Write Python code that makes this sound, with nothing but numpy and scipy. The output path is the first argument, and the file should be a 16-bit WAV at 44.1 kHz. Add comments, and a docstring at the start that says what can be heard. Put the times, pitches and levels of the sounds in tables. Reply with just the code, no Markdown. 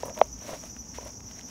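"""Outdoors, on ground strewn with twigs and dry plant litter, bare feet shift beside a microphone.
The litter crunches, twigs tick, leaves crack and brush the skin, and the soles thud softly.
Sticks knock and stems rub against the microphone's housing, which rings as they stick and slip.
Behind them a cricket trills with its wings in a chorus of far insects, over air and a low rumble."""
import sys
import numpy as np
from scipy import signal
from scipy.fft import rfft, irfft, next_fast_len
from scipy.io import wavfile

SR = 44100
rng = np.random.default_rng(int(sys.argv[2]) if len(sys.argv) > 2 else 0)


def wav_out(sig):
    """Save sig, one row per channel (or a flat mono array), as 16-bit PCM at SR to the path in sys.argv[1]."""
    wavfile.write(sys.argv[1], SR, np.round(np.clip(np.atleast_2d(sig).T, -1, 1) * 32767).astype(np.int16))


N = 66150
T = np.arange(N) / SR


def from_db(db):
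    """Decibels to gain."""
    return 10 ** (np.asarray(db) / 20)


def rms_one(x):
    """Scale to rms 1."""
    return x / np.sqrt(np.mean(x ** 2) + 1e-20)


def peak_one(x):
    """Scale to peak 1."""
    return x / (np.abs(x).max() + 1e-20)


def coloured(x, points, lag_ms=0):
    """Causal EQ through (Hz, dB) points; lag_ms delays 1 kHz, and lows more, like a stick's bending wave."""
    size = 2 * next_fast_len(len(x))
    hz = np.abs(np.fft.fftfreq(size, 1 / SR))
    point_hz, point_db = np.transpose(points)
    log_gain = np.log(from_db(np.interp(np.log(hz + 1), np.log(point_hz), point_db)))
    response = np.exp(np.conj(signal.hilbert(log_gain)))  # minimum phase
    bending = np.exp(-4j * np.pi * lag_ms * np.sqrt(hz / 1000))
    return irfft(rfft(x, size) * (response * bending)[:size // 2 + 1], size)[:len(x)]


def shifted(points, ratio):
    """The same colour, higher or lower in pitch."""
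    return np.array(points) * [ratio, 1]


def noise_bed(colour):
    """Steady coloured noise at rms 1."""
    return rms_one(coloured(rng.standard_normal(N), colour))


def drift(rate_hz):
    """Smooth random wander at rms 1."""
    pole = np.exp(-2 * np.pi * rate_hz / SR)
    return rms_one(signal.lfilter([1], [1, -2 * pole, pole * pole], rng.standard_normal(2 * N))[N:])


def grains(per_s, spread_db):
    """Random clicks, many small and a few large."""
    sizes = from_db(spread_db * np.minimum(rng.exponential(1, N), 4.5))
    signs = rng.choice([-1, 1], N)
    return sizes * signs * (rng.random(N) < per_s / SR)


def envelope(t, attack_s, hold_s, release_s):
    """Straight rise, hold, exponential fall."""
    return np.clip(t / attack_s, 0, 1) * np.exp(-np.maximum(t - attack_s - hold_s, 0) / release_s)


def add(out, start_s, sound):
    """Mix a short sound in at its start time."""
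    i = int(np.clip(round(start_s * SR), 0, N - 1))
    out[i:i + len(sound)] += sound[:N - i]


def insect_chorus():
    """Far insects merge into one high, shimmering band."""
    # colour of the chorus (frequency [Hz], level [dB])
    colour = [(3800, -50), (4600, -24), (5200, -9.5), (5420, -7.5), (5570, 0.5), (5850, -0.5), (6050, -2.5),
              (6230, -12.5), (6420, 0), (6750, -9.5), (7100, -15), (7600, -23), (8600, -37)]
    level_db, flicker_db = -48, 1.2
    return from_db(level_db + flicker_db * drift(rate_hz=55)) * noise_bed(colour)


def outdoor_air():
    """A steady, dark bed of open air."""
    # colour of the air (frequency [Hz], level [dB])
    colour = [(20, -34), (60, -13.5), (105, -5), (150, -10), (200, -6), (250, -4), (330, -15.5),
              (480, -19.5), (900, -21.5), (1250, -28.5), (2200, -41), (3800, -47), (9000, -43),
              (15500, -44)]
    return from_db(-49.5) * noise_bed(colour)


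def rumble():
    """A distant low rumble whose level dips briefly."""
    # colour of the rumble (frequency [Hz], level [dB])
    colour = [(20, -45), (44, -16.5), (57, 2.5), (72, -4.5), (100, -9), (160, -30.5), (600, -70)]
    # fader curve of the rumble (time [s], level [dB])
    levels = [(0, -48.5), (.37, -52.5), (.42, -62), (.54, -61), (.6, -52), (1.5, -51.5)]
    return from_db(np.interp(T, *np.transpose(levels))) * noise_bed(colour)


def litter_crunch():
    """Dense tiny fractures run through the litter as the weight shifts."""
    # swells of the crunch underfoot (time [s], level [dB])
    swells = [(0, -50.5), (.062, -52), (.125, -60.5), (.175, -56), (.25, -57), (.30, -65), (.405, -57),
              (.48, -45.5), (.545, -48.5), (.595, -57.5), (.66, -53), (.73, -66), (.925, -61.5),
              (.955, -54.5), (1.035, -58.5), (1.065, -48.5), (1.13, -66), (1.26, -65.5), (1.31, -55),
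              (1.39, -57), (1.445, -64), (1.5, -53.5)]
    # colour of the crunch (frequency [Hz], level [dB])
    colour = [(30, -23), (150, -2.5), (400, 2), (1200, 0.5), (2400, 1), (4000, -5), (7000, -6.5),
              (10000, -11), (15500, -14)]
    flicker_db = 2 * drift(rate_hz=54)
    level_db = np.interp(T, *np.transpose(swells)) + flicker_db
    fractures = grains(per_s=7000, spread_db=3.5)
    return from_db(level_db) * rms_one(coloured(fractures, colour))


def twig_ticks():
    """A thin twig ticks: one break and a trail of splintering fibres."""
    # twigs giving way (time [s], peak [dB], pitch [ratio])
    breaks = [(0.0085, -35, 2.4), (0.0268, -32.5, 2.2), (0.0965, -33, 1.17), (0.1760, -30.5, 0.86),
              (0.1880, -30, 0.97), (0.225, -37, 1.2), (0.5375, -33, 0.85), (0.6380, -36, 0.31),
              (0.7655, -36, 0.7), (1.2053, -38, 0.76), (1.3120, -38, 1.4), (1.3928, -34.5, 0.91),
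              (1.4107, -35, 1.33)]
    # colour of a tick (frequency [Hz], level [dB])
    colour = [(200, -9), (900, -7), (1500, -3.5), (2300, -0.5), (3600, -8), (5000, -20.5), (9000, -17),
              (16000, -32)]
    splinter_gain, splinter_decay_s = 0.12, 0.00082
    out, t = np.zeros(N), T[:SR // 20]
    for start, db, pitch in breaks:
        splinters = splinter_gain * rng.standard_normal(len(t)) * np.exp(-t / splinter_decay_s)
        tick = coloured((t == 0) + splinters, shifted(colour, pitch), lag_ms=0.688)
        add(out, start, from_db(db) * peak_one(tick))
    return out


def cricket():
    """Each raspy wing stroke glides up to its pitch; the foliage scatters it into a short tail."""
    # wing strokes of the near cricket (time [s], level [dB])
    chirps = [(0.031, -43), (.125, -43), (.220, -44), (0.31, -38), (.403, -42.5), (.497, -49),
              (0.588, -46.5), (0.69, -41.5), (0.78, -40.5), (.874, -47), (.967, -46), (1.061, -48),
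              (1.157, -44), (1.249, -44), (1.343, -46), (1.440, -42)]
    pitch_hz, glide_hz, glide_s = 5970, 381, 0.0077
    wobble_hz, rasp_depth, octave_db = 28, 0.25, -22.5
    echo_db, echo_decay_s = -4.5, 0.018
    out, t = np.zeros(N), T[:SR // 10]
    wobble, rasp = drift(rate_hz=180), drift(rate_hz=200)
    for start, db in chirps:
        hz = pitch_hz - glide_hz * np.exp(-t / glide_s) + wobble_hz * np.interp(start + t, T, wobble)
        phase = 2 * np.pi * np.cumsum(hz) / SR
        force = envelope(t, attack_s=0.012, hold_s=0.011, release_s=0.011)
        force *= 1 + rasp_depth * np.interp(start + t, T, rasp)
        stroke = force * (np.sin(phase) + from_db(octave_db) * np.sin(2 * phase))
        scatter = rng.standard_normal(len(t)) * np.exp(-t / echo_decay_s)
        paths = (t == 0) + from_db(echo_db) * scatter / np.linalg.norm(scatter)  # direct plus foliage
        add(out, start, from_db(db) * signal.fftconvolve(stroke, paths))
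    return out


def stick_knocks():
    """Each tap travels along a stick, arrives as a quick falling 'tock' and leaves a short hollow ring."""
    # taps (time [s], peak [dB], bending-wave lag at 1 kHz [ms], pitch [ratio], ring re peak [dB])
    taps = [(0.0315, -20.5, 1.71, 0.87, -10.5), (0.21345, -1, 1.43, 1.015, -28),
            (0.9824, -28.5, 1.58, 0.79, -4)]
    # colour of a knock (frequency [Hz], level [dB])
    colour = [(60, -46), (190, -24), (330, -23.5), (480, -6.5), (620, 0.5), (900, -7.5), (1250, -17),
              (1620, -32), (2050, -24), (2620, -31.5), (2810, -44), (3050, -29.5), (4000, -38.5),
              (4600, -57), (9000, -65), (16000, -80)]
    ring_hz = 982
    out, t = np.zeros(N), T[:SR // 20]
    ring = envelope(t, attack_s=0.0031, hold_s=0, release_s=0.0031) * np.sin(2 * np.pi * ring_hz * t)
    for start, db, lag_ms, pitch, ring_db in taps:
        tock = coloured(signal.unit_impulse(len(t)), shifted(colour, pitch), lag_ms)
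        add(out, start, from_db(db) * peak_one(tock))
        add(out, start + lag_ms / 1000, from_db(db + ring_db) * ring)
    return out


def stem_rubs():
    """Stems stick and slip against the microphone's housing and set it ringing."""
    # rubs on the housing (start [s], length [s], level [dB])
    rubs = [(0.046, 0.061, -40), (0.158, 0.045, -40), (0.225, 0.036, -53), (0.412, 0.065, -50.5),
            (0.478, 0.072, -38), (0.625, 0.029, -50), (0.996, 0.039, -48.5), (1.054, 0.027, -47.5),
            (1.304, .11, -62.5)]
    # resonances of the housing (frequency [Hz], level [dB], width [Hz])
    modes = [(611, 3.5, 132), (732, -3, 137), (946, -4, 120)]
    attack_s, release_s = 0.0075, 0.014
    pressure, housing = np.zeros(N), np.zeros(N)
    for start, length, db in rubs:
        pressure += from_db(db) * envelope(T - start, attack_s, length - attack_s, release_s)
    slips = grains(per_s=1500, spread_db=4)
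    for k, (hz, db, width_hz) in enumerate(modes):
        radius, angle = np.exp(-np.pi * width_hz / SR), 2 * np.pi * hz / SR
        feedback = [1, -2 * radius * np.cos(angle), radius * radius]
        ring = signal.lfilter([0, (1 - radius) * np.sin(angle)], feedback, slips)
        housing += (-1) ** k * from_db(db) * ring  # neighbouring modes alternate in polarity
    return pressure * rms_one(housing)


def leaf_cracks():
    """Brittle leaves break in short bright bursts."""
    # dry leaves breaking (time [s], peak [dB], decay [s], pitch [ratio])
    cracks = [(0.052, -38, .0006, 0.39), (0.0552, -37, 0.018, 0.69), (0.1700, -41, 0.00074, 0.73),
              (0.1873, -31, 0.00086, 1.35), (0.19, -30, 0.006, 1.35), (0.2573, -42, .0006, 0.7),
              (0.2722, -38, .0007, 0.78), (0.3098, -47, .0005, .9), (0.4620, -41, .0006, .95),
              (0.6541, -37, .0005, 0.68), (0.7647, -43, 0.00045, 0.8), (1.0492, -34, 0.00043, 0.53),
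              (1.0538, -39, .0006, 0.68), (1.0915, -37.5, 0.00032, 0.67), (1.119, -42, 0.00036, 0.84)]
    # colour of a crack (frequency [Hz], level [dB])
    colour = [(500, -13), (3000, -4), (7500, -12), (11000, -2), (13500, 3.5), (18000, -2)]
    out, t = np.zeros(N), T[:SR // 20]
    for start, db, decay_s, pitch in cracks:
        burst = rng.standard_normal(len(t)) * np.exp(-t / decay_s)
        add(out, start, from_db(db) * peak_one(coloured(burst, shifted(colour, pitch))))
    return out


def sole_thuds():
    """A sole settles on the earth with a few dull cycles."""
    # soft footfalls (time [s], level [dB], pitch [Hz])
    thuds = [(0.086, -43, 86), (0.234, -43, 60.4), (0.347, -45, 64), (0.949, -43, 57), (1.244, -41, 97)]
    out = np.zeros(N)
    for start, db, hz in thuds:
        t = T - start
        weight = envelope(t, attack_s=0.0089, hold_s=0, release_s=0.025)
        out += from_db(db) * weight * np.sin(2 * np.pi * hz * t)
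    return out


def leaf_brushes():
    """Leaves slide over the foot with a fine hiss."""
    # strokes along the skin (start [s], length [s], level [dB], pitch [ratio])
    brushes = [(.44, 0.13, -57, 0.76), (0.567, 0.12, -58.5, 1.24), (0.934, 0.046, -50, .42),
               (1.0, 0.032, -56, .5), (1.351, 0.05, -60, 0.4)]
    # colour of the hiss (frequency [Hz], level [dB])
    colour = [(100, -42), (900, -17), (2600, -0.5), (5200, 3.5), (8000, -2), (15000, -6), (28000, -15)]
    attack_s, release_s = 0.011, 0.0072
    out, friction = np.zeros(N), grains(per_s=9700, spread_db=2.0)
    for start, length, db, pitch in brushes:
        contact = envelope(T - start, attack_s, length - attack_s, release_s)
        out += from_db(db) * contact * rms_one(coloured(friction, shifted(colour, pitch)))
    return out


def scene():
    """A mono mix: the feet up close, the insects and the open air behind."""
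    feet = sole_thuds() + litter_crunch() + leaf_brushes()
    contacts = stem_rubs() + stick_knocks()
    snaps = twig_ticks() + leaf_cracks()
    ambience = cricket() + insect_chorus() + outdoor_air() + rumble()
    return (feet + contacts + snaps + ambience)[None]


def record(dry):
    """A steep low-pass takes off the very top."""
    cutoff_hz = 15750
    low_pass = signal.firwin(801, cutoff_hz, fs=SR, window=("kaiser", 8))
    return signal.fftconvolve(dry, low_pass[None], "same")


dry = scene()
out = record(dry)
wav_out(out)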